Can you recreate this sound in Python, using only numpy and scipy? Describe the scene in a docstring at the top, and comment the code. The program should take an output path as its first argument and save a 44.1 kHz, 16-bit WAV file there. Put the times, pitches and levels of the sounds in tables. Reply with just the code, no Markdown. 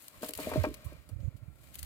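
"""Outdoors, over a shallow box, berries are stripped from a branch with wire tongs.
Stalks snap and leaves hiss through the tongs while the twig scrapes; the berries drop,
knock on the floor of the box and set it ringing. A second pull begins at the end.
A light breeze buffets the right side of the microphone over a faint bed of open air."""
import sys
import numpy as np
from scipy import signal
from scipy.fft import rfft, irfft
from scipy.io import wavfile
from scipy.ndimage import uniform_filter1d

SR = 44100
rng = np.random.default_rng(int(sys.argv[2]) if len(sys.argv) > 2 else 0)


def transcribe(u):
    """Save the signal u as a 16-bit wav file named by the first command-line argument.

    u: samples, shape (n,) or (channels, n), limited to [-1, 1]; the rate is SR.
    q: integer samples, one column per channel.
    """
    v = np.clip(np.atleast_2d(u).T, -1, 1)
    q = np.round(v * 32767).astype(np.int16)
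    wavfile.write(sys.argv[1], SR, q)


N = 81585
TIME = np.arange(N) / SR
HIGH_CUT_HZ, BOX_HIGH_HZ, TWIG_WIDTH = 16850, 2920, 0.61
# modes of the box, the main floor mode first: (frequency [Hz], level [dB], t60 [s])
BOX_MODES = [(618.8, 3.5, .14), (259, -2, 0.078), (289, -2.5, 0.19), (393, -7, 0.17), (429.5, -17, 0.45),
             (484.5, -5, 0.18), (722, -7, 0.12), (910, -6.5, 0.12), (1033, -17, 0.21), (1106.4, -10, 0.15),
             (1270, -8.5, 0.1), (1355, -20, .15), (1594, -6, 0.073), (1860, -7, 0.087), (2098, -7, 0.04),
             (2144, -8.5, 0.061), (2387, -0.5, 0.1)]


def from_db(db):
    """Decibels to gain."""
    return 10 ** (np.asarray(db) / 20)


def rms_one(x):
    """Scale to rms 1."""
    return x / np.sqrt(np.mean(x ** 2) + 1e-20)


def fader(curve):
    """Gain ride through (time [s], level [dB]) points."""
    return from_db(np.interp(TIME, *np.transpose(curve)))


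def pan(db):
    """Left and right gains; positive dB leans left."""
    return from_db(np.array([[db], [-db]]) / 2)


def colour(x, spectrum):
    """EQ through (frequency [Hz], level [dB]) points; rms 1."""
    hz, db = np.transpose(spectrum)
    bins = np.maximum(np.arange(N // 2 + 1) * SR / N, 1)
    gains = from_db(np.interp(np.log(bins), np.log(hz), db))
    return rms_one(irfft(rfft(x) * gains, N))


def noise(width):
    """Stereo white noise; width 0 is mono, 1 is fully wide."""
    mid, side = rng.standard_normal((2, N))
    return rms_one(np.array([mid + width * side, mid - width * side]))


def band(x, low_hz, high_hz):
    """Band-pass; rms 1."""
    return rms_one(signal.sosfilt(signal.butter(2, [low_hz, high_hz], "band", fs=SR, output="sos"), x))


def drift(per_s):
    """Random wander through per_s points a second; rms 1."""
    return rms_one(np.interp(TIME * per_s, np.arange(N), rng.standard_normal(N)))


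def decay(t, t60):
    """Envelope that falls 60 dB in t60 seconds."""
    return from_db(-60 * t / max(t60, .001))


def swell(peak_s, db, half_length):
    """Bell-shaped fade in and out."""
    return from_db(db) * np.exp(-.5 * ((TIME - peak_s) / half_length) ** 2)


def add(out, start_s, sound):
    """Mix a stereo sound in at a time."""
    i = max(int(start_s * SR), 0)
    out[:, i:i + sound.shape[1]] += sound[:, :N - i]


def box_ring(t, drive_db=0, sustain=1):
    """The struck box rings in decaying sines; the main mode starts inward, the others either way."""
    hz, db, t60 = np.transpose(BOX_MODES)
    polarity = np.append(1, rng.choice([-1, 1], len(hz) - 1))
    gains = from_db(db + drive_db) * polarity
    return sum(g * decay(t, d * sustain) * np.sin(2 * np.pi * f * t) for g, f, d in zip(gains, hz, t60))


def berries():
    """Each berry thuds and rings the box; soft landings lose the highs, those near a wall the lows."""
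    # landings: (time [s], level [dB], brightness [Hz], ring length [ratio], main mode drive [dB],
    # low cut [Hz], note of the spot hit [Hz], level of that note [dB])
    landings = [(.216, -56.5, 600, 0.91, -21, 180, 323, 14),
                (0.2311, -37.5, 1430, 0.74, -0.5, 140, 242, 4.5), (0.292, -45.5, 640, 1, -3, 180, 304, -6),
                (0.3883, -37.5, 995, .8, 0, 170, 664, 4.5), (.468, -44.5, 607, 0.36, 8, 162, 250, -15),
                (.4705, -35.5, 670, 0.47, 7, 141, 233, 3.5), (.487, -37.5, 610, 0.42, -2, 150, 232, -9),
                (0.5156, -32.5, 1190, 0.74, -5.5, 250, 900, -2.5),
                (0.535, -37, 2200, 0.9, -7.5, 347, 1080, -4), (0.5556, -34.5, 650, 0.21, 0.5, 161, 285, 2),
                (.5585, -33, 670, 0.87, 6.5, 162, 293, 8.5), (0.6392, -31, 1720, 0.91, 3, 320, 840, 0.5),
                (.647, -31.5, 2110, 0.73, -33, 630, 1056, -21),
                (0.6674, -29, 397, 0.34, -13, 160, 292, 6.5), (0.6866, -35.5, 380, 0.46, -7, 150, 267, 3.5),
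                (.711, -45, 360, 0.34, -5, 180, 307, 10), (0.9224, -50.5, 640, 0.45, -1.5, 170, 279.6, 8),
                (1.092, -55.5, 1310, 0.68, -4.5, 151, 269.5, 3.5)]
    out, t = np.zeros((2, N)), TIME[:N // 6]
    mode_spread_db, detune, push_hz = 1.5, .008, 500
    for start, db, bright_hz, sustain, main_db, low_hz, spot_hz, spot_db in landings:
        drive_db = mode_spread_db * rng.standard_normal(len(BOX_MODES))
        drive_db[0] = main_db
        ring = box_ring(t * (1 + detune * rng.standard_normal()), drive_db, sustain)
        push = from_db(4) * decay(t, t60=.0052) * np.cos(2 * np.pi * push_hz * t)
        thud = from_db(spot_db) * decay(t, t60=.042) * np.cos(2 * np.pi * spot_hz * t)
        knock_noise = band(noise(width=.34)[:, :len(t)], 190, BOX_HIGH_HZ)
        knock = decay(t, t60=.05 * sustain) * knock_noise
        contact_eq = np.vstack([signal.butter(3, bright_hz, fs=SR, output="sos"),
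                                signal.butter(2, low_hz, "high", fs=SR, output="sos")])
        add(out, start, from_db(db) * signal.sosfilt(contact_eq, ring + push + thud + knock))
    return pan(2) * out


def stalks():
    """A stalk tears in a short burst of fibre cracks; thicker ones sound woodier."""
    # stalk snaps and twig ticks on the tongs:
    # (time [s], level [dB], t60 [s], woody body [dB], pan left [dB], brightness [Hz])
    snaps = [(0.021, -54, 0.21, -26, 7, 14200), (0.0815, -37, 0.012, -8, 1, 13500),
             (.222, -41.5, 0.026, -6, 4, 16000), (0.234, -55, 0.027, -6, -8, 16000),
             (.244, -49, 0.027, 8.5, -11, 16000), (0.262, -46.5, 0.078, -7, 11, 16000),
             (.285, -39.5, 0.04, 0, -5, 16000), (0.2902, -38.5, 0.019, -8.5, 11, 16000),
             (0.292, -36.5, 0.018, -7.5, 3, 16000), (.307, -37.5, 0.014, -6.5, 1, 17000),
             (0.3355, -33.5, 0.021, -2, 2.5, 14400), (0.351, -46, 0.027, 6, -3, 16000),
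             (0.351, -43, 0.059, -10, 3, 16000), (0.375, -35.5, 0.016, -11.5, 5, 17000),
             (0.399, -48.5, 0.12, 1, -14, 15000), (0.635, -45.5, 0.045, 6, -4, 14000),
             (0.653, -53.5, 0.012, 10.5, -11, 15000), (.687, -55.5, 0.02, 4, -9, 13000),
             (0.7409, -41.5, 0.038, -1.5, 5.5, 10700), (0.844, -51, 0.1, -11, 6, 14000),
             (0.85, -54, 0.15, -19, 1, 13700), (0.931, -54, 0.0076, -29, 8, 10060),
             (1.09, -49.5, 0.053, -8.5, 2.5, 10100), (1.203, -69, 0.061, 6, 1, 9100),
             (1.366, -61, 0.092, -3.5, 4.5, 11600), (1.739, -54, 0.023, -3, 4, 13000),
             (1.743, -44.5, 0.044, -2.5, 1, 12900), (1.754, -36.5, 0.02, -6.5, 5.5, 12200),
             (1.786, -42.5, 0.061, -7, 1, 12300), (1.7914, -38, 0.03, -5.5, 4, 11970),
             (1.8288, -34.5, 0.021, -5, 7, 12500)]
    # crisp top of cracking fibres: (frequency [Hz], level [dB])
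    crack_eq = [(1500, -21), (3000, -63), (6000, -7.5), (7200, -0.5), (9000, 1.5), (11000, 6), (12800, 3.5),
                (15300, 5), (17000, -9.5)]
    # woody body of a stalk: (frequency [Hz], level [dB])
    wood_eq = [(500, -43), (1500, -7), (2400, -4.5), (2950, 3), (3600, -5), (4200, 0), (4600, 0),
               (5000, -3.5), (7000, -10.5), (9000, -18), (16000, -5)]
    out, t = np.zeros((2, N)), TIME[:N // 20]
    attack_s, hold_s, grain_db = .0004, .0009, 2
    fibres = noise(width=.9) * from_db(grain_db * drift(per_s=6000))
    crack = colour(fibres, crack_eq)
    wood = colour(noise(width=.9), wood_eq)
    for start, db, t60, wood_db, pan_db, bright_hz in snaps:
        i = rng.integers(N - len(t))
        burst = (crack + from_db(wood_db) * wood)[:, i:i + len(t)]
        envelope = np.minimum(t / attack_s, 1) * decay(np.maximum(t - hold_s, 0), t60)
        soften = signal.butter(1, min(bright_hz, HIGH_CUT_HZ), fs=SR)
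        add(out, start, from_db(db) * pan(pan_db) * signal.lfilter(*soften, envelope * burst))
    return out


def leaves():
    """Leaves slip through the tongs in dense tiny ticks and hiss, roughened by small tears."""
    # leaf friction through the pulls: (time [s], level [dB])
    pull_ride = [(0, -57.5), (.07, -57.5), (.11, -61.5), (.21, -59.5), (.235, -45), (.28, -53),
                 (.32, -59.5), (.365, -52.5), (.405, -45), (.48, -49.5), (.62, -53.5), (.70, -62.5),
                 (.82, -66), (1.0, -71), (1.17, -78), (1.26, -75.5), (1.34, -85), (1.53, -77), (1.64, -62),
                 (1.73, -65), (1.76, -57.5), (1.815, -57.5), (1.85, -55)]
    # bright hiss of sliding leaves: (frequency [Hz], level [dB])
    leaf_eq = [(1470, -9), (2500, -5), (3440, -7.5), (4080, -6), (5740, -13.5), (7950, -6), (9360, -9),
               (12600, -6), (15300, -8), (16500, -44)]
    slips_per_s, grain_db, hiss_db = 6000, 2.8, 3
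    tears_per_s, tear_depth = 320, .35
    slips = rng.random(N) < slips_per_s / SR
    slip_gains = from_db(grain_db * np.minimum(rng.exponential(1, N), 5))
    ticks = rms_one(slips * slip_gains * noise(width=1))
    friction = ticks + from_db(hiss_db) * noise(width=1)
    tears = (rng.random(N) < tears_per_s / SR) * rng.random(N)
    tear_tails = rms_one(signal.fftconvolve(tears, decay(TIME, t60=.009))[:N])
    roughness = rms_one(1 + tear_depth * tear_tails)
    return fader(pull_ride) * pan(4) * colour(friction * roughness, leaf_eq)


def twig():
    """The twig gives a duller scrape that also stirs the upper modes of the box."""
    # weight of the scrape: (time [s], level [dB])
    scrape_ride = [(0, -74), (.11, -65.5), (.15, -59), (.20, -61.5), (.26, -52), (.35, -62), (.41, -46.5),
                   (.56, -44), (.64, -47), (.72, -56), (.90, -58), (1.02, -64), (1.17, -69), (1.22, -67),
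                   (1.32, -68), (1.55, -72), (1.65, -66.5), (1.85, -68)]
    # tone of the scraped twig: (frequency [Hz], level [dB])
    twig_eq = [(200, 13), (400, 2), (620, 15.5), (800, -7), (1080, 7.5), (1350, -2), (1800, -1.5),
               (2150, 5.5), (2550, 2.5), (3200, -1.5), (4300, -2), (6000, -10), (12000, -17)]
    ring = signal.fftconvolve(noise(TWIG_WIDTH), box_ring(TIME[:N // 6])[None])[:, :N]
    upper_ring = from_db(-7.5) * band(ring, 1090, BOX_HIGH_HZ)
    scrape = colour(noise(TWIG_WIDTH), twig_eq)
    return fader(scrape_ride) * pan(2) * (scrape + upper_ring)


def branch():
    """The branch brushes past leaves and box in faint, narrow-band swishes."""
    # swishes: (peak time [s], level [dB], half-length [s], low edge [Hz], high edge [Hz])
    swishes = [(0.157, -59, 0.013, 1043, 1110), (0.879, -57.5, 0.014, 1010, 1140),
               (1.233, -63, .045, 508, 583), (1.245, -75.5, .03, 6300, 7300)]
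    return sum(swell(peak_s, db, half_length) * band(noise(TWIG_WIDTH), low_hz, high_hz)
               for peak_s, db, half_length, low_hz, high_hz in swishes)


def wind():
    """Each eddy is a dip of pressure that throbs briefly over a faint rumble, nearly all on the right."""
    # eddies on the microphone: (peak time [s], level [dB], half-length [s], throb [Hz])
    eddies = [(.181, -53.5, 0.016, 98), (0.372, -44, .0059, 80), (0.482, -43.5, 0.013, 76),
              (0.542, -39, 0.018, 78.4), (0.5834, -19.5, 0.0054, 131), (0.6, -22.5, 0.014, 87.5),
              (0.636, -35.5, 0.014, 99), (0.701, -40, 0.025, 66.3), (.853, -38.5, 0.0066, 96),
              (0.868, -30.5, 0.0066, 90.6), (0.912, -49, 0.032, 69), (0.956, -42, 0.0046, 75),
              (1.079, -47, 0.0095, 70), (1.13, -31, 0.0086, 89), (1.164, -31.5, 0.0044, 89),
              (1.208, -36.5, 0.013, 112), (1.231, -34, 0.0029, 134), (1.251, -28.5, 0.011, 80),
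              (1.283, -24, 0.0043, 110), (1.352, -37.5, 0.0074, 95), (1.43, -38.5, 0.0073, 104),
              (1.486, -33.5, 0.0036, 108.5), (1.499, -41.5, 0.005, 75), (1.676, -50.5, 0.02, 69),
              (1.778, -49.5, 0.016, 65), (1.833, -43, 0.026, 72.3)]
    # wind rumble: (frequency [Hz], level [dB])
    rumble_eq = [(18, -39), (30, -27), (42, -2), (60, 10), (95, -2.5), (140, -1), (200, -13), (300, -17.5),
                 (600, -40.5), (1500, -67)]
    # the breeze building: (time [s], level [dB])
    breeze_ride = [(0, -106), (.17, -78), (.7, -55), (1.02, -55.5), (1.3, -51.5), (1.6, -54), (1.85, -50.5)]
    wobble_rad = .25 * rms_one(uniform_filter1d(drift(per_s=130), size=200))
    gusts, throbs = 0, 0
    for peak_s, db, half_length, hz in eddies:
        gust = swell(peak_s, db, half_length)
        gusts += gust
        throbs -= np.sqrt(2) * gust * np.cos(2 * np.pi * hz * (TIME - peak_s) + wobble_rad)
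    rumble = (fader(breeze_ride) + from_db(-11) * gusts) * colour(noise(width=1), rumble_eq)
    return from_db([[-30], [0]]) * (throbs + rumble)


def open_air():
    """A faint, steady outdoor bed, leaning left."""
    # outdoor ambience: (frequency [Hz], level [dB])
    air_eq = [(20, -29), (70, 7.5), (180, -15.5), (280, 5.5), (430, -7), (550, -2.5), (800, -7.5),
              (1200, -17.5), (1380, -1), (1550, -16.5), (2300, -9), (3000, -64), (5800, -42), (7000, -20.5),
              (16000, -22)]
    return from_db(-70) * pan(7) * colour(noise(width=.2), air_eq)


def scene():
    """The picking, which reaches the left ear first, over the breeze and the open air."""
    flutter_db, right_delay_s = 1, .00014
    hits = berries() + stalks()
    rustle = from_db(flutter_db * drift(per_s=150)) * (leaves() + twig())
    left, right = hits + rustle + branch()
    picking = np.array([left, np.roll(right, round(right_delay_s * SR))])
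    return picking + wind() + open_air()


def record(dry):
    """The right microphone is hollow in the upper mids; both lose the deepest rumble and the very top."""
    notch = signal.iirnotch(2574, Q=2.77, fs=SR)
    low_cut = signal.butter(2, 36, "high", fs=SR, output="sos")
    high_cut = signal.cheby2(16, 60, HIGH_CUT_HZ, fs=SR, output="sos")
    stereo = [dry[0], signal.lfilter(*notch, dry[1])]
    return signal.sosfilt(high_cut, signal.sosfilt(low_cut, stereo))


dry = scene()
out = record(dry)
transcribe(out)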